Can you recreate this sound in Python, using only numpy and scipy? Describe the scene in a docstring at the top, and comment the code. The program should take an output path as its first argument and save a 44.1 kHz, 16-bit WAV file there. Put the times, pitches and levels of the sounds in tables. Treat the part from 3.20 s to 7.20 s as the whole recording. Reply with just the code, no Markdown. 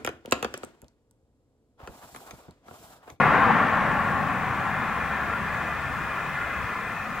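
"""An unseen car has just passed on a night road; its tyre roar fades quickly with distance.
A distant road noise remains, hollowed by reflections, with brief narrow-band flares.
Under it lie a low wheel rumble, a few soft thumps and two stretches of exhaust drone.
The road leans left; steady low night air and a faint hiss form the background."""
import sys
import numpy as np
from scipy import signal
from scipy.fft import rfft, irfft, next_fast_len
from scipy.io import wavfile
from scipy.ndimage import uniform_filter1d, map_coordinates

SR = 44100
rng = np.random.default_rng(int(sys.argv[2]) if len(sys.argv) > 2 else 0)


def wav_record(signal):
    """Record a signal, one row per channel, as 16-bit PCM in the file named by sys.argv[1]."""
    frames = np.transpose(np.atleast_2d(signal))
    bounded = np.clip(frames, -1, 1)
    # unit amplitude maps onto the largest positive 16-bit level
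    quanta = np.round(bounded * 32767).astype(np.int16)
    wavfile.write(sys.argv[1], SR, quanta)


N = 176400
TIME_S = np.arange(N) / SR


def amp(db):
    """Decibels to gain."""
    return 10 ** (np.asarray(db) / 20)


def unit(x):
    """Scale to rms 1."""
    return x / np.sqrt(np.mean(x ** 2) + 1e-20)


def bell(x, centre, sigma):
    """Gaussian, peak 1."""
    return np.exp(-.5 * ((x - centre) / sigma) ** 2)


def along(rows, hz):
    """Interpolate (frequency, value) rows on a log axis."""
    row_hz, values = np.transpose(rows)
    return np.interp(np.log(hz + 1), np.log(row_hz + 1), values)


def curve(rows):
    """Interpolate (time, value) rows per sample."""
    return np.interp(TIME_S, *np.transpose(rows))


def wobble(knots_per_s):
    """Smooth random curve."""
    return map_coordinates(rng.standard_normal(400), [TIME_S * knots_per_s + 2], mode="wrap")


def filtered(x, response):
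    """Apply a complex frequency response."""
    size = next_fast_len(N + SR // 2)
    hz = np.fft.rfftfreq(size, 1 / SR)
    return irfft(rfft(x, size) * response(hz), size)[..., :N]


def patchy_noise(depth_db):
    """Two independent noises sharing time-frequency patches of random gain."""
    spectra = signal.stft(rng.standard_normal((2, N)), nperseg=2048)[2]
    patches = uniform_filter1d(rng.standard_normal(spectra.shape[1:]), size=3, axis=0)
    patches = uniform_filter1d(patches, size=7, axis=1)
    return signal.istft(spectra * amp(depth_db * unit(patches)), nperseg=2048)[1][:, :N]


def stereo_noise(spectrum, coherence, patchy_db=0):
    """Coloured noise, rms 1, with a given left-right coherence."""
    def mid_side_gains(hz):
        angle = np.arccos(np.clip(along(coherence, hz), -1, .995)) / 2
        return amp(along(spectrum, hz)) * [np.cos(angle), np.sin(angle)]
    mid, side = filtered(patchy_noise(patchy_db), mid_side_gains)
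    return unit(np.array([mid + side, mid - side]))


# Tyre roar (frequency [Hz], relative density [dB])
TYRE_SPECTRUM = [(100, -26), (250, -11.5), (370, -19), (500, -10), (660, -11.5), (740, -3), (860, -4.5),
                 (940, -7), (1080, 1), (1260, -8.5), (1380, -5), (1520, -6.5), (1780, -8.5), (2000, -12),
                 (2500, -19.5), (3100, -28.5), (4400, -41.5), (7000, -55), (12000, -78)]
# All road noises, left to right (frequency [Hz], coherence [0-1])
ROAD_COHERENCE = [(60, 0.76), (150, 0.88), (1400, 0.95), (2500, 0.84), (5000, 0.36)]


def tyre_roar():
    """Tyre noise falls as the car's distance grows."""
    closest_m, speed_m_per_s, since_closest_s = 9.06, 15.9, 0.049
    closest_db, loss_db_per_decade = -17.5, 29
    distance_m = np.hypot(closest_m, speed_m_per_s * (TIME_S + since_closest_s))
    level_db = closest_db - loss_db_per_decade * np.log10(distance_m / closest_m) + 0.35 * wobble(12.7)
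    return amp(level_db) * stereo_noise(TYRE_SPECTRUM, ROAD_COHERENCE, patchy_db=2.0)


# Distant road envelope (time [s], level [dB])
DISTANT_LEVEL = [(0, -31), (.8, -34), (1.3, -32.5), (1.8, -30), (2.2, -31), (2.48, -30.5), (2.65, -32),
                 (3, -31.5), (3.25, -31), (3.62, -32), (3.8, -33.5), (4, -33.5)]
# Distant road colour (frequency [Hz], relative density [dB])
DISTANT_SPECTRUM = [(100, -26), (350, -13), (600, -9.5), (800, -6.5), (1100, -1), (1400, 3), (1800, 0.5),
                    (2050, -4.5), (2500, -9), (2850, -20), (3500, -22.5), (4400, -37.5), (7000, -47)]
# Reflection peaks and notches (centre [Hz], sigma [Hz], gain [dB])
REFLECTION_BANDS = [(900, 51, -4), (1288, 37, -5.5), (1425, 42, 0), (1540, 78, -8), (1893, 47, -7),
                    (2020, 41, 0.5), (2245, 88, -6.5), (2430, 46, 4.5), (2810, 43, -1.5)]


def distant_road():
    """Far tyre noise, hollowed by reflections and wavering in the air."""
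    def reflections(hz):
        return amp(sum(db * bell(hz, centre_hz, sigma_hz) for centre_hz, sigma_hz, db in REFLECTION_BANDS))
    roar = stereo_noise(DISTANT_SPECTRUM, ROAD_COHERENCE, patchy_db=2.0)
    hollow_roar = unit(filtered(roar, reflections))
    return amp(curve(DISTANT_LEVEL) + 0.17 * wobble(11)) * hollow_roar


# Tyre noise flares (time [s], sigma [s], centre [Hz], sigma [Hz], level [dB])
TYRE_FLARES = [(0.307, 0.006, 867, 59, -17.5), (2.15, 0.027, 1390, 40, -35), (3.21, 0.029, 1400, 40, -32),
               (3.23, 0.13, 2053, 50, -40), (3.79, 0.048, 2540, 50, -43)]


def tyre_flares():
    """Narrow bands of tyre noise stand out briefly."""
    out = np.zeros((2, N))
    for at_s, sigma_s, centre_hz, sigma_hz, db in TYRE_FLARES:
        roar = stereo_noise(DISTANT_SPECTRUM, ROAD_COHERENCE)
        band = filtered(roar, lambda hz: bell(hz, centre_hz, sigma_hz))
        out += amp(db) * bell(TIME_S, at_s, sigma_s) * unit(band)
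    return out


# Rumble envelope (time [s], level [dB])
WHEEL_LEVEL = [(0, -27.5), (.42, -32), (.54, -35), (.72, -31.5), (1.05, -32.5), (1.4, -36.5), (2.1, -39),
               (2.6, -39), (3, -41), (3.5, -43.5), (4, -41.5)]
# Rumble colour (frequency [Hz], relative density [dB])
WHEEL_SPECTRUM = [(20, -19), (50, -16), (80, -10), (100, -4), (140, -1.5), (180, 1), (250, -3), (300, -10),
                  (400, -22.5), (800, -53.5)]


def wheel_rumble():
    """Low noise of rolling wheels."""
    return amp(curve(WHEEL_LEVEL)) * stereo_noise(WHEEL_SPECTRUM, ROAD_COHERENCE, patchy_db=2.0)


# Soft thumps (time [s], sigma [s], level [dB])
THUMPS = [(0.715, 0.043, -38), (2.356, 0.02, -33.5), (2.75, 0.087, -41), (3.425, 0.034, -37)]
# Thump colour (frequency [Hz], relative density [dB])
THUMP_SPECTRUM = [(25, -19), (60, -5), (135, 11.5), (175, 1), (240, -1.5), (500, -42)]


def thumps():
    """Short, soft swells in the rumble."""
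    envelope = sum(amp(db) * bell(TIME_S, at_s, sigma_s) for at_s, sigma_s, db in THUMPS)
    return envelope * stereo_noise(THUMP_SPECTRUM, ROAD_COHERENCE)


# Exhaust drones (start [s], end [s], pitch [Hz], level [dB])
EXHAUST_DRONES = [(1.8, 2.837, 69.66, -44.5), (3.065, 3.48, 67.6, -48)]


def exhaust():
    """A low firing note and its octave come and go with the throttle."""
    fade_s, waver_ratio, octave_db = .07, 0.0081, -9
    out = np.zeros(N)
    for start_s, end_s, hz, db in EXHAUST_DRONES:
        gate = np.clip(np.minimum(TIME_S - start_s, end_s - TIME_S) / fade_s + .5, 0, 1)
        pitch_hz = hz * (1 + waver_ratio * wobble(8.5))
        phase = 2 * np.pi * np.cumsum(pitch_hz) / SR
        tone = unit(np.sin(phase) + amp(octave_db) * np.sin(2 * phase))
        out += amp(db + wobble(6.84)) * gate * tone
    return out


# Night air (frequency [Hz], relative density [dB])
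AIR_SPECTRUM = [(10, -2), (30, -11.5), (52, 5.5), (90, 6), (150, -21), (400, -36.5)]
# Night air, left to right (frequency [Hz], coherence [0-1])
AIR_COHERENCE = [(25, .6), (70, 0.98)]


def night_air():
    """Steady bass noise of still air."""
    return amp(db=-49) * stereo_noise(AIR_SPECTRUM, AIR_COHERENCE)


# Hiss colour (frequency [Hz], relative density [dB])
HISS_SPECTRUM = [(200, -5), (3000, 4.5), (5000, 0), (7000, -1), (9000, -4.5), (11000, -8.5), (14000, -9),
                 (15500, -2.5)]
# Hiss, left to right (frequency [Hz], coherence [0-1])
HISS_COHERENCE = [(3000, 0.35), (8000, 0.13), (14000, 0.098)]


def hiss():
    """Faint microphone hiss, nearly even on both sides."""
    level_db, balance_db = -50.5, np.array([[-.25], [.25]])
    return amp(level_db + balance_db) * stereo_noise(HISS_SPECTRUM, HISS_COHERENCE, patchy_db=2.7)


# Left over right (frequency [Hz], gain [dB])
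LEFT_GAIN = [(60, 6.7), (200, 2.6), (380, 3.7), (1300, 2.9), (2400, 1.9), (5000, 0.75)]
# Left ahead of right (frequency [Hz], phase [rad])
LEFT_PHASE = [(50, -0.31), (250, -0.33), (700, -0.011), (1500, .05), (2600, -0.37), (5000, -.25)]


def lean_left(hz):
    """Stereo response: gain and phase split oppositely between the channels."""
    half = np.array([[.5], [-.5]])
    return amp(half * along(LEFT_GAIN, hz)) * np.exp(1j * half * along(LEFT_PHASE, hz))


def scene():
    """Road and night air lean left; the hiss lies on top."""
    road = tyre_roar() + distant_road() + tyre_flares() + wheel_rumble() + thumps() + exhaust()
    return filtered(road + night_air(), lean_left) + hiss()


def record(dry):
    """Brick-wall low-pass."""
    cutoff_hz = 15850
    return filtered(dry, lambda hz: hz < cutoff_hz)


dry = scene()
out = record(dry)
wav_record(out)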